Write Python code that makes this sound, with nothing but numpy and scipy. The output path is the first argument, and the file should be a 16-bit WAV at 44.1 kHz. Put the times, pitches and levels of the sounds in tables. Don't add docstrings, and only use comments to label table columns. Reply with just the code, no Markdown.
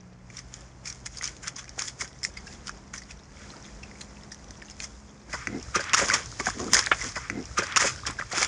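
import sys
import numpy as np
from scipy import signal
from scipy.fft import rfft, irfft
from scipy.io import wavfile

SR = 44100
rng = np.random.default_rng(int(sys.argv[2]) if len(sys.argv) > 2 else 0)


def materialize(psi):
    bounded = np.clip(np.atleast_2d(psi).T, -1, 1)
    quanta = np.round(bounded * 32767).astype(np.int16)
    wavfile.write(sys.argv[1], SR, quanta)


def amplitude_ratio(level_db):
    exponent = np.asarray(level_db, float) / 20
    return 10 ** exponent


N = 373835

# (full weight [s], crisp leaf level [dB], twigs re leaf [dB], press [s], lift [s])
BADGER_STEPS = [(.383, -46.5, -3, 0.14, 0.071), (.547, -50.5, 0, 0.14, 0.27), (.872, -36, -7, 0.039, 0.14),
                (1.063, -25.5, -11, 0.0088, 0.018), (1.192, -41, -7, 0.16, 0.011),
                (1.244, -33, -2, 0.055, 0.12), (1.432, -39, -3, 0.014, 0.14),
                (1.478, -32, 1.5, 0.028, 0.031), (1.587, -36, -0.5, 0.037, 0.062),
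                (1.791, -32, -0.5, 0.017, 0.1), (1.882, -34, -8.5, 0.14, 0.058),
                (2.008, -30.5, -3, 0.024, 0.084), (2.244, -28, -18, 0.014, 0.055),
                (2.375, -60, 9, 0.11, 0.14), (2.53, -48, -3, 0.13, 0.086), (2.682, -43, 2.5, 0.053, 0.047),
                (2.937, -35.5, -2, 0.0056, 0.084), (3.113, -46.5, 2, 0.067, 0.037),
                (3.42, -54.5, 6.5, 0.16, 0.16), (3.65, -58, 4.5, 0.064, 0.41),
                (4.015, -48.5, -11, 0.17, 0.21), (4.709, -51.5, -6, 0.18, 0.068),
                (4.839, -36.5, -4.5, 0.089, 0.068), (4.9, -57, -5, .05, 1)]
BOAR_STEPS = [(5.338, -38.5, -3.5, 0.043, 0.15), (5.748, -32, 8.5, 0.0062, 0.081),
              (5.762, -27.5, 4, 0.026, 0.018), (5.807, -39.5, 2, .08, 0.16),
              (5.94, -15.5, 1.5, 0.0072, 0.02), (5.981, -20.5, 1, 0.034, 0.15),
              (6.09, -24.5, 1.5, 0.038, 0.06), (6.14, -24, 4.5, 0.031, 0.093),
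              (6.403, -27, -5, 0.019, 0.021), (6.473, -29, -2.5, 0.077, 0.1), (6.599, -38, -3, 0.082, 0.33),
              (6.747, -11, -8.5, 0.03, 0.017), (6.777, -20.5, 0.5, 0.054, 0.082),
              (6.868, -32.5, 3.5, 0.023, 0.047), (6.916, -31, 19.5, 0.0035, 0.027),
              (7.053, -34, -3.5, 0.33, 0.2), (7.861, -18.5, -1, 0.062, 0.074),
              (8.072, -32, 5.5, 0.02, 0.079), (8.195, -43, 5, 0.02, 0.086), (8.318, -34, 5, 0.011, 0.09),
              (8.368, -27.5, 5, 0.05, 0.078), (8.432, -19, -2, 0.11, 0.051)]
# (time [s], leaf level [dB], wood level [dB], wood pitch [Hz], leaf pitch [Hz])
BADGER_TICKS = [(0.5408, -29, -41, 3180, 7000), (0.9267, -31, -48, 2060, 6400),
                (1.185, -28, -61.0, 1830, 6900), (1.212, -47.0, -26.5, 2040, 5540),
                (1.2298, -37, -28.5, 1520, 5110), (1.2555, -25, -39, 3430, 6370),
                (1.2765, -23.5, -31.5, 3120, 5870), (1.4736, -31, -38, 2400, 6000),
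                (1.4805, -21.5, -29.5, 1740, 5700), (1.6433, -39, -41, 1950, 6100),
                (1.6936, -32, -45, 1670, 6400), (1.7929, -19, -27.5, 2440, 6470),
                (1.8022, -30, -46.0, 2070, 5440), (1.8212, -19.5, -29, 1130, 6240),
                (2.021, -31, -30, 1100, 6000), (2.046, -49, -35, 1810, 5860),
                (2.2325, -24, -32, 2100, 5500), (2.24, -21, -45, 1930, 5340),
                (2.25, -18.5, -19, 2042, 5730), (2.6716, -27.5, -39, 3200, 6000),
                (2.6806, -29.5, -38, 3050, 5600), (2.694, -30.5, -24, 1684, 6140),
                (2.9396, -30.5, -31, 1470, 7050), (4.0145, -32.5, -39, 2590, 4270),
                (4.5081, -34.5, -41.5, 1830, 6240), (4.6999, -36, -44, 2880, 6990),
                (4.8027, -28.5, -27.5, 2370, 4500)]
BOAR_TICKS = [(5.4723, -28, -17, 2014, 6150), (5.628, -32, -63.0, 795, 5800),
              (5.7695, -38.0, -22.5, 1600, 6930), (5.795, -48, -21, 1600, 4880),
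              (5.841, -30, -32, 1450, 6060), (5.8957, -33.5, -27.5, 3360, 5680),
              (5.9344, -15.5, -13.5, 2600, 5740), (5.941, -23, -20, 2640, 6500),
              (5.9994, -31, -21, 1810, 5600), (6.0104, -37.0, -29, 1350, 5050),
              (6.059, -23, -43.0, 2420, 5540), (6.1008, -23, -12, 1480, 4940),
              (6.259, -31, -44, 1160, 6740), (6.326, -45, -37, 1300, 5700),
              (6.3994, -31, -20.5, 2130, 6800), (6.488, -48.0, -18, 1130, 6150),
              (6.504, -30, -24.5, 1653, 5490), (6.735, -12, -24, 2050, 5800),
              (6.7685, -14, -13, 1860, 6260), (6.793, -12, -20, 1840, 5360),
              (6.841, -26, -42.0, 2200, 5990), (6.8629, -19.5, -35.0, 1740, 5100),
              (6.871, -48.0, -18, 1780, 5870), (7.961, -33, -36, 1590, 5960),
              (8.0033, -40.0, -59, 1950, 5960), (8.054, -47, -27.5, 1640, 6480),
              (8.2129, -47, -21, 1860, 4980), (8.382, -21, -20, 1390, 5530), (8.4468, -22, -22, 2160, 6700)]
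BADGER_CRACKS = [(0.3025, -48, -41.5, 2360, 6750), (0.3707, -32.5, -44, 3550, 5600),
                 (0.3916, -33.5, -41, 2060, 6100), (0.8576, -32.5, -36.5, 2190, 5660),
                 (0.9013, -30.5, -43.0, 2250, 5730), (1.0623, -42, -47, 1930, 6440),
                 (1.173, -32.5, -54, 1620, 5130), (1.242, -24, -33, 2250, 6530),
                 (1.681, -47, -42.5, 2460, 5450), (3.0202, -45, -40, 1950, 5230),
                 (4.011, -38, -41, 2090, 4200), (4.624, -44, -37.5, 1760, 5600),
                 (4.843, -29, -39, 2100, 5800)]
BOAR_CRACKS = [(5.947, -15, -13.5, 1310, 5840), (6.111, -33, -19.5, 2130, 5750),
               (6.119, -47.0, -23, 2020, 5440), (6.471, -42.0, -17.5, 1650, 6220),
               (6.602, -30.5, -30, 1110, 7060), (6.682, -48.0, -31.5, 1260, 6430),
               (6.7505, -23, -15.5, 1750, 5490), (6.9187, -53, -11, 1330, 4010),
               (7.877, -35.5, -32.0, 1860, 6460), (8.0356, -53, -34, 1195, 5620),
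               (8.1014, -45.0, -31, 965, 6050), (8.224, -42, -27, 1354, 5060),
               (8.328, -30, -32, 2140, 4430), (8.43, -20, -20.5, 2260, 4640)]
CRUNCHES = [(0.877, -35, -38, 2420, 6600), (1.5646, -33.5, -46, 1080, 6560), (1.594, -41, -44, 3400, 6300),
            (1.8803, -36, -39, 3400, 5330), (2.012, -28, -30.5, 2240, 6600),
            (2.3737, -37.5, -35.5, 2130, 4830), (2.472, -40.5, -41.5, 1620, 5430),
            (2.9815, -34.5, -44, 1850, 6140), (3.5, -57, -64, 3560, 4150), (3.8343, -43, -38.5, 2600, 5860),
            (4.3213, -35.5, -42, 1900, 5800), (4.7107, -41.5, -56, 2220, 5200),
            (5.333, -34.5, -28, 2015, 5250), (5.3443, -38.5, -29.5, 1470, 5180),
            (5.758, -21.5, -21.5, 1213, 6160), (5.8077, -32.5, -28.5, 1594, 5130),
            (6.141, -17, -22.5, 1935, 5600), (6.8266, -34, -29, 1800, 5230),
            (7.015, -33.5, -27, 1993, 5940), (7.0487, -54.0, -33, 1850, 7010),
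            (7.0901, -35, -46, 1798, 5850), (8.069, -25, -32.5, 3210, 5570), (8.19, -42, -25.5, 1620, 5890)]
# (time [s], peak [dB], pitch [Hz])
BADGER_PRICKS = [(0.3505, -43, 2210), (0.3828, -35, 2110), (0.3878, -33, 4870), (0.4847, -51, 6580),
                 (0.6084, -38, 7200), (0.6089, -43.5, 5220), (1.0026, -47, 5890), (1.0719, -31, 2090),
                 (1.1491, -36, 5430), (1.1921, -32, 6050), (1.224, -23, 6420), (1.2705, -29, 4600),
                 (1.1775, -35, 6800), (1.2851, -32, 2200), (1.3667, -36, 4120), (1.3675, -37, 6270),
                 (1.6132, -35, 6180), (1.6551, -42, 4920), (1.6551, -44, 6210), (1.6553, -42, 2060),
                 (1.8161, -28, 1870), (1.8162, -29, 1930), (1.8563, -41, 1710), (1.8565, -43, 1940),
                 (1.8877, -31, 5290), (2.0151, -31, 1890), (2.0158, -23, 2130), (2.0553, -34, 1560),
                 (2.078, -31, 5300), (2.0848, -44, 5440), (2.1305, -40, 5630), (2.1309, -44, 5920),
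                 (2.184, -52, 5080), (2.1898, -38, 5890), (2.3398, -42, 6130), (2.4073, -39, 6130),
                 (2.4783, -35, 2720), (2.5275, -32, 5350),
                 (2.7166, -39, 5520), (2.943, -28, 2230), (3.0263, -44, 4840), (3.0367, -37, 5120),
              (3.1078, -33, 2550), (3.1115, -29, 5510), (3.1193, -34, 5570), (3.1195, -42, 5820),
              (3.3192, -44, 1740), (3.3706, -38, 2220), (3.5039, -32, 4120), (3.5383, -38, 1340),
              (3.6642, -38, 6290), (3.913, -42, 5180), (3.9144, -36.5, 2050), (3.9593, -44, 2350),
              (3.9973, -51, 1340), (4.0239, -38, 5880), (4.0694, -49, 2340), (4.111, -51, 6540),
              (4.1172, -50, 4960), (4.1704, -39.5, 2590), (4.2137, -49, 5370), (4.2349, -36, 5170),
              (4.2363, -42, 3900), (4.346, -32, 5710), (4.444, -36, 5930), (4.617, -47, 5170),
              (4.62, -34, 2210), (4.6497, -40, 6290), (4.685, -35, 2780), (4.7159, -43, 5160),
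              (4.8392, -36, 2040), (5.1444, -49, 5600)]
BOAR_PRICKS = [(5.3071, -36, 6090), (5.3934, -37, 2110), (5.4552, -41, 6990), (5.4907, -43, 5480),
               (5.6854, -37, 1320), (5.7622, -24, 1360), (5.8113, -26, 4730), (5.812, -24, 1910),
               (6.085, -17, 6030), (6.0883, -35, 1620), (6.0908, -18, 5010), (6.2445, -47, 1510),
               (6.2678, -45, 1520), (6.3175, -29, 6640), (6.342, -49, 5220), (6.4067, -20, 1160),
               (6.4101, -36, 6580), (6.4595, -35, 5380), (6.4594, -19, 6400), (6.5618, -45, 2110),
               (6.598, -30, 5430), (6.6436, -26, 4710), (6.7445, -5.5, 5000), (6.9239, -35.5, 6300),
               (6.9243, -9, 2230), (6.928, -37, 4210), (6.9699, -43, 5210), (7.0591, -29.5, 5620),
               (7.9941, -39, 1650), (8.1094, -26, 7800), (8.1685, -41, 1720), (8.1692, -41, 2070),
               (8.1944, -26, 5940), (8.1992, -20.5, 1970), (8.2766, -46, 5560), (8.2923, -43, 6440),
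               (8.3195, -29, 1530), (8.376, -14, 5400)]
# (time [s], peak [dB])
BARE_CLICKS = [
    (5.934, -9),
    (5.946, -5.5),
    (6.4705, -20),
    (6.7341, -1),
    (6.7351, -3),
    (6.7906, -5.5),
    (8.3822, -12),
    (8.4302, -10),
    (8.4484, -11),
]
# (time [s], peak [dB], soil pitch [Hz])
FOOT_THUMPS = [(1.778, -35, 840), (5.336, -28.5, 1030), (6.398, -31.5, 810), (6.467, -25, 730),
               (5.47, -33.5, 304), (5.76, -28, 420), (5.79, -31.5, 613), (6.014, -25, 553),
               (6.021, -26.5, 467), (6.048, -42, 547), (6.72, -31.5, 220), (6.022, -34.5, 203),
               (6.11, -38.5, 500), (6.397, -33, 385), (6.478, -33, 322), (6.787, -33, 480),
               (6.916, -22.5, 663), (8.09, -35.5, 290), (8.195, -38, 620), (2.284, -45, 540),
               (2.02, -44.5, 560), (8.331, -31, 736), (8.373, -33, 330), (8.42, -28, 746)]
# (loudest [s], level [dB], throat [Hz], length [s], snout [Hz])
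GRUNTS = [
    (5.547, -43.5, 340, 0.13, 2100),
    (6.637, -41.5, 430, 0.17, 1120),
    (7.06, -47.5, 222, 0.059, 1100),
]
# (time [s], 2nd order level [dB], 3rd order level [dB])
ENGINE_ORDERS = [
    (0, -55, -51.5),
    (.9, -52.5, -60.5),
    (1.5, -54, -63),
    (2.1, -54.5, -67),
    (2.4, -55, -54.5),
    (3.3, -58.5, -59),
    (3.6, -61, -54),
    (4.2, -65, -56),
    (5.295, -65, -55.5),
]
# (time [s], level [dB])
STIR = [(0, -12), (.5, -6.5), (1.4, -2), (2.1, -1), (2.5, 4), (2.85, -2), (3.27, -3), (3.45, 6), (4.1, 1),
        (4.6, 0), (5.27, -5.5), (5.3, -0.5), (6.3, 6), (6.6, 0), (7.9, 7.5), (8.27, -1.5), (8.47, -14)]
# (frequency [Hz], gain [dB])
LEAF_COLOUR = [(200, -21), (700, -11), (1150, -1.5), (2250, -4), (2800, -11.5), (3400, -7), (3850, -12.5),
               (4550, -9.5), (5000, -2), (7000, -0.5), (7900, -11.5), (9700, -18.5), (11000, -40),
               (11600, -86)]
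# (frequency [Hz], gain [dB])
AIR_COLOUR = [(150, 2.5), (400, -5), (1000, -9), (2200, -16.5), (2800, -23), (3300, -28), (3850, -31.5),
              (4550, -31), (5000, -26), (7000, -28), (7900, -35), (9700, -44.5), (10800, -62)]
# (time [s], height [dB])
SAMPLE_CLICKS = [
    (.889, -50),
    (.896, -54),
    (5.528, -46),
    (5.9468, -23),
]

SCENE_CHANGE_S = 5.297
REPEAT_LAG, REPEAT_S = 80600, .748
DIP_HZ, FAR_HZ = 3900, 14000
# (rumble [dB], air [dB], far rustle [dB]), and the share of the stir each follows
BADGER_REST_DB, BOAR_REST_DB, STIR_SHARE = (-53, -55, -59.5), (-49, -55.5, -53), (.2, 0.4, 0.75)


def rms_one(x):
    return x / np.sqrt(np.mean(x ** 2) + 1e-20)


def noise():
    return rng.standard_normal(N)


def colour(x, spectrum):
    size = 4096
    hz, db = np.transpose(spectrum)
    bins_hz = np.arange(size // 2 + 1) * SR / size
    log_gain = np.interp(np.log(bins_hz + 1), np.log(hz), db) * np.log(10) / 20
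    fold = irfft(log_gain)
    fold[1:size // 2] *= 2
    fold[size // 2 + 1:] = 0
    return signal.oaconvolve(x, irfft(np.exp(rfft(fold))))[:N]


def band(x, low_hz, high_hz, order=2):
    return signal.sosfilt(signal.butter(order, [low_hz, high_hz], "band", fs=SR, output="sos"), x)


def drift(rate):
    r = np.exp(-40 * np.pi * rate / SR)
    coarse = rng.standard_normal(N // 20 + 2002)
    slow = signal.lfilter([1], [1, -2 * r, r * r], coarse)[2000:]
    return np.interp(np.arange(N) / 20, np.arange(len(slow)), rms_one(slow))


def ring(x, hz, t60):
    r, w = amplitude_ratio(-60 / (t60 * SR)), 2 * np.pi * hz / SR
    return signal.lfilter([0, np.sin(w)], [1, -2 * r * np.cos(w), r * r], x + 1e-18)


def uneven(spread_db):
    return amplitude_ratio(spread_db * np.minimum(rng.exponential(size=N), 4)) * rng.choice([-1, 1], N)


def cracks(per_s, spread_db, cycles, low_hz, high_hz, clump_db, patch_db, count=16):
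    sizes = uneven(spread_db)
    born = rng.random(N) < per_s * amplitude_ratio(clump_db * drift(40)) / SR
    dealt = rng.integers(count, size=N)
    rings = 0
    for k, hz in enumerate(np.geomspace(low_hz, high_hz, count)):
        patches = amplitude_ratio(patch_db * drift(13.8))
        ringing = rms_one(ring(sizes * born * (dealt == k), hz, cycles / hz))
        rings = rings + np.sqrt(hz) * patches * ringing
    return rms_one(band(colour(rings, LEAF_COLOUR), low_hz, high_hz, order=4))


def swell_db(s, press_s, lift_s, swing_db):
    t = np.arange(N) / SR - s
    pressing = -t / max(press_s, .002)
    lifting = (np.abs(t) / max(lift_s, .002)) ** 0.96
    return -swing_db * np.where(t < 0, pressing, lifting)


def steps():
    leaf_power, twig_power = np.zeros(N), np.zeros(N)
    for s, leaf_db, twig_db, press_s, lift_s in BADGER_STEPS + BOAR_STEPS:
        weight = amplitude_ratio(2 * (leaf_db + swell_db(s, press_s, lift_s, swing_db=25)))
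        leaf_power += weight
        twig_power += weight * amplitude_ratio(2 * twig_db)
    leaves = cracks(11000, 2.3, 14, DIP_HZ, FAR_HZ, clump_db=2.8, patch_db=3.3)
    twigs = cracks(6500, 2.2, 16, 850, DIP_HZ, clump_db=2.5, patch_db=3.5)
    boar = np.arange(N) / SR > SCENE_CHANGE_S
    twigs = np.where(boar, twigs, band(twigs, 1270, 8700))
    soil = boar * cracks(900, 1.9, 2.2, 109, 734, clump_db=3.5, patch_db=4.5, count=8)
    clicks = uneven(3.5) * (rng.random(N) < 260 / SR)
    whole = rms_one(band(colour(clicks, LEAF_COLOUR), 1500, FAR_HZ))
    leaves = .8 * leaves + amplitude_ratio(-4.5) * whole
    body = twigs + amplitude_ratio(-11) * soil
    return amplitude_ratio(-2) * (np.sqrt(leaf_power) * leaves + np.sqrt(twig_power) * body)


def snaps():
    lead, length = round(.015 * SR), round(.06 * SR)
    t = (np.arange(length) - lead) / SR
    litter = colour(noise(), LEAF_COLOUR)
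    bright = rms_one(band(litter, DIP_HZ, FAR_HZ, order=4))
    dull = rms_one(band(litter, 836, DIP_HZ, order=4))
    out = np.zeros(N + length)
    kinds = [(BADGER_TICKS + BOAR_TICKS, 0.74, 3.5),      # (table, rise ms, length ms)
             (BADGER_CRACKS + BOAR_CRACKS, 1.94, 7.6),
             (CRUNCHES, 4, 16.2)]
    rows = [(*row, rise_ms, ms) for table, rise_ms, ms in kinds for row in table]
    for s, leaf_db, wood_db, wood_hz, leaf_hz, rise_ms, ms in rows:
        at = round(s * SR) - lead
        rise = np.exp(-(t * 1000 / rise_ms) ** 2)
        fall = np.exp(-(np.abs(t) / (0.4 * ms / 1000)) ** 0.76)
        swell = np.where(t < 0, rise, fall)
        leaf = np.resize(bright[at:at + length], length)
        leaf = swell * (leaf + rms_one(ring(leaf, leaf_hz, 24 / leaf_hz)))
        stick = np.resize(dull[at:at + length], length)
        stick = band(stick, 0.6 * wood_hz, min(1.6 * wood_hz, 3800))
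        knock = ring(ring(stick, wood_hz, 50 / wood_hz), wood_hz, 5 / wood_hz)
        stick = swell * (0.17 * stick + rms_one(knock))
        even = np.linalg.norm(swell)
        out[at:at + length] += even * amplitude_ratio(leaf_db) * leaf / np.linalg.norm(leaf)
        out[at:at + length] += even * amplitude_ratio(wood_db) * stick / np.linalg.norm(stick)
    return out[:N]


def pricks():
    lead, length = round(.004 * SR), round(.03 * SR)
    t, out = (np.arange(length) - lead) / SR, np.zeros(N + length)
    for s, peak_db, hz in BADGER_PRICKS + BOAR_PRICKS:
        burst = rng.standard_normal(length) * np.exp(-(t * 1000 / 0.45 + 0.55) ** 2)
        stalk = rms_one(ring(burst, hz, 54 / hz))
        rasp = rms_one(band(colour(burst, LEAF_COLOUR)[:length], .55 * hz, min(1.5 * hz, 8000)))
        prick = stalk + .5 * rasp
        at = round(s * SR) - lead
        out[at:at + length] += amplitude_ratio(peak_db - 0.5) * prick / np.abs(prick).max()
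    return out[:N]


def bare_clicks():
    clicks = np.zeros(N)
    for s, peak_db in BARE_CLICKS:
        clicks[round(s * SR)] = amplitude_ratio(peak_db)
    one_click = colour(signal.unit_impulse(N), LEAF_COLOUR)
    return colour(clicks, LEAF_COLOUR) / np.abs(one_click).max()


def foot_thumps():
    length = round(.12 * SR)
    out, t = np.zeros(N + length), np.arange(length) / SR
    for s, peak_db, soil_hz in FOOT_THUMPS:
        push = rng.standard_normal(length) * (1 - np.exp(-t / 0.00042)) * amplitude_ratio(-60 * t / 0.067)
        thud = band(ring(push, soil_hz, 12 / soil_hz), 145, 2150)
        at = round(s * SR)
        out[at:at + length] += amplitude_ratio(peak_db + 4.5) * thud / np.abs(thud).max()
    return out[:N]


def grunts():
    swing_db, sag_hz_per_s, narrowing = 18, 300, 0.32
    t = np.arange(N) / SR
    level, throat_hz, snout = np.zeros(N), np.zeros(N), np.zeros(N)
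    for s, db, hz, length, snout_hz in GRUNTS:
        place = (t - s) / (length / 2)
        shape = amplitude_ratio(db - swing_db * np.abs(place) ** 3)
        throat = np.maximum(hz * (1 - narrowing * place ** 2) - sag_hz_per_s * (t - s), 50)
        throat_hz = np.where(shape > level, throat, throat_hz)
        level = np.maximum(level, shape)
        snout += shape * rms_one(ring(noise(), snout_hz, 24 / snout_hz))
    throat_hz = np.maximum(throat_hz, 50)
    pulse_hz = 45 * amplitude_ratio(2.3 * drift(29.77))
    pulses = np.diff(np.floor(np.cumsum(pulse_hz) / SR), prepend=0)
    source = rms_one(pulses) + 2.6 * noise()
    voice = 0
    for hz in np.geomspace(140, 650, 12):
        nearness = np.exp(-(np.log(throat_hz / hz) / 0.58) ** 2)
        voice = voice + rms_one(ring(source, hz, 0.03)) * nearness
    effort = amplitude_ratio(swing_db * np.log10(level / level.max() + 1e-3))
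    chest = 1.4 * effort * rms_one(band(source, 477, 687))
    breath = 0.27 * rms_one(band(source, 1100, 1900))
    return amplitude_ratio(-7) * snout + amplitude_ratio(-0.5) * level * (band(voice, 174, 830) + chest + breath)


def trees(x):
    t = np.arange(round(.2 * SR)) / SR
    scatter = rng.standard_normal(len(t)) * amplitude_ratio(-60 * t / 0.083) * (t > .004)
    return signal.fftconvolve(x, scatter / np.linalg.norm(scatter))[:N]


def engine_drone():
    start_hz, gain_hz_per_s, ease_hz_per_s2 = 60.3, 2.3, .11
    s, second_db, third_db = np.transpose(ENGINE_ORDERS)
    t = np.arange(N) / SR
    turn = 2 * np.pi * (start_hz * t + gain_hz_per_s * t ** 2 / 2 - ease_hz_per_s2 * t ** 3 / 3)
    drone = 0
    for order, db in [(2, second_db), (3, third_db)]:
        level = amplitude_ratio(np.interp(t, s, db, right=-120) + drift(1.8))
        drone = drone + np.sqrt(2) * level * np.sin(order * turn)
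    return drone


def wood():
    t = np.arange(N) / SR
    later = t > SCENE_CHANGE_S
    stir_db = np.interp(t, *np.transpose(STIR))
    rumble_db, air_db, rustle_db = (np.where(later, after, before) + share * stir_db for before, after, share
                                    in zip(BADGER_REST_DB, BOAR_REST_DB, STIR_SHARE))
    road = rms_one(band(noise(), 60, 120))
    hollow = rms_one(ring(band(noise(), 42, 80), 59, 0.1)) * amplitude_ratio(2.4 * drift(5))
    slope = rms_one(band(road, 76, 190))
    rumble = 0.5 * road + hollow + later * (0.49 * slope - 0.32 * hollow)
    air = rms_one(band(colour(noise(), AIR_COLOUR), 130, DIP_HZ, order=4)) * amplitude_ratio(drift(8))
    rustle = rms_one(band(colour(noise(), AIR_COLOUR), DIP_HZ, FAR_HZ, order=4)) * amplitude_ratio(1.2 * drift(5))
    ticks = cracks(700, 3, 30, 1300, 6500, clump_db=5, patch_db=5)
    brush = later * rms_one(band(colour(noise(), LEAF_COLOUR), 1100, 2650)) * amplitude_ratio(13 * drift(2))
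    rustling = rustle + amplitude_ratio(-1) * ticks + amplitude_ratio(-2) * brush
    return amplitude_ratio(rumble_db + 2.5) * rumble + amplitude_ratio(air_db + 4) * air + amplitude_ratio(rustle_db) * rustling


def scene():
    feet = steps() + snaps() + pricks() + bare_clicks() + foot_thumps()
    return (feet + amplitude_ratio(-15) * trees(feet) + grunts() + engine_drone() + wood())[None]


def top_cut(x):
    return signal.sosfilt(signal.butter(12, 16840, fs=SR, output="sos"), x)


def record(dry):
    x = signal.sosfilt(signal.ellip(10, .5, 70, 11150, fs=SR, output="sos"), dry)
    x = signal.lfilter(*signal.iirnotch(8000, 45, fs=SR), x)
    for s, db in SAMPLE_CLICKS:
        x = x + amplitude_ratio(db) * signal.unit_impulse(N, round(s * SR))
    since = np.arange(N) / SR - (SCENE_CHANGE_S + REPEAT_LAG / SR)
    again = np.clip(np.minimum(since, REPEAT_S - since) / .02, 0, 1)
    x = x * (1 - again) + again * np.roll(x, REPEAT_LAG, axis=1)
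    overloaded = np.clip(x, -.72, .72)
    mix = signal.sosfilt(signal.ellip(8, .5, 60, 16700, fs=SR, output="sos"), overloaded)
    return top_cut(mix)


dry = scene()
out = record(dry)
materialize(out)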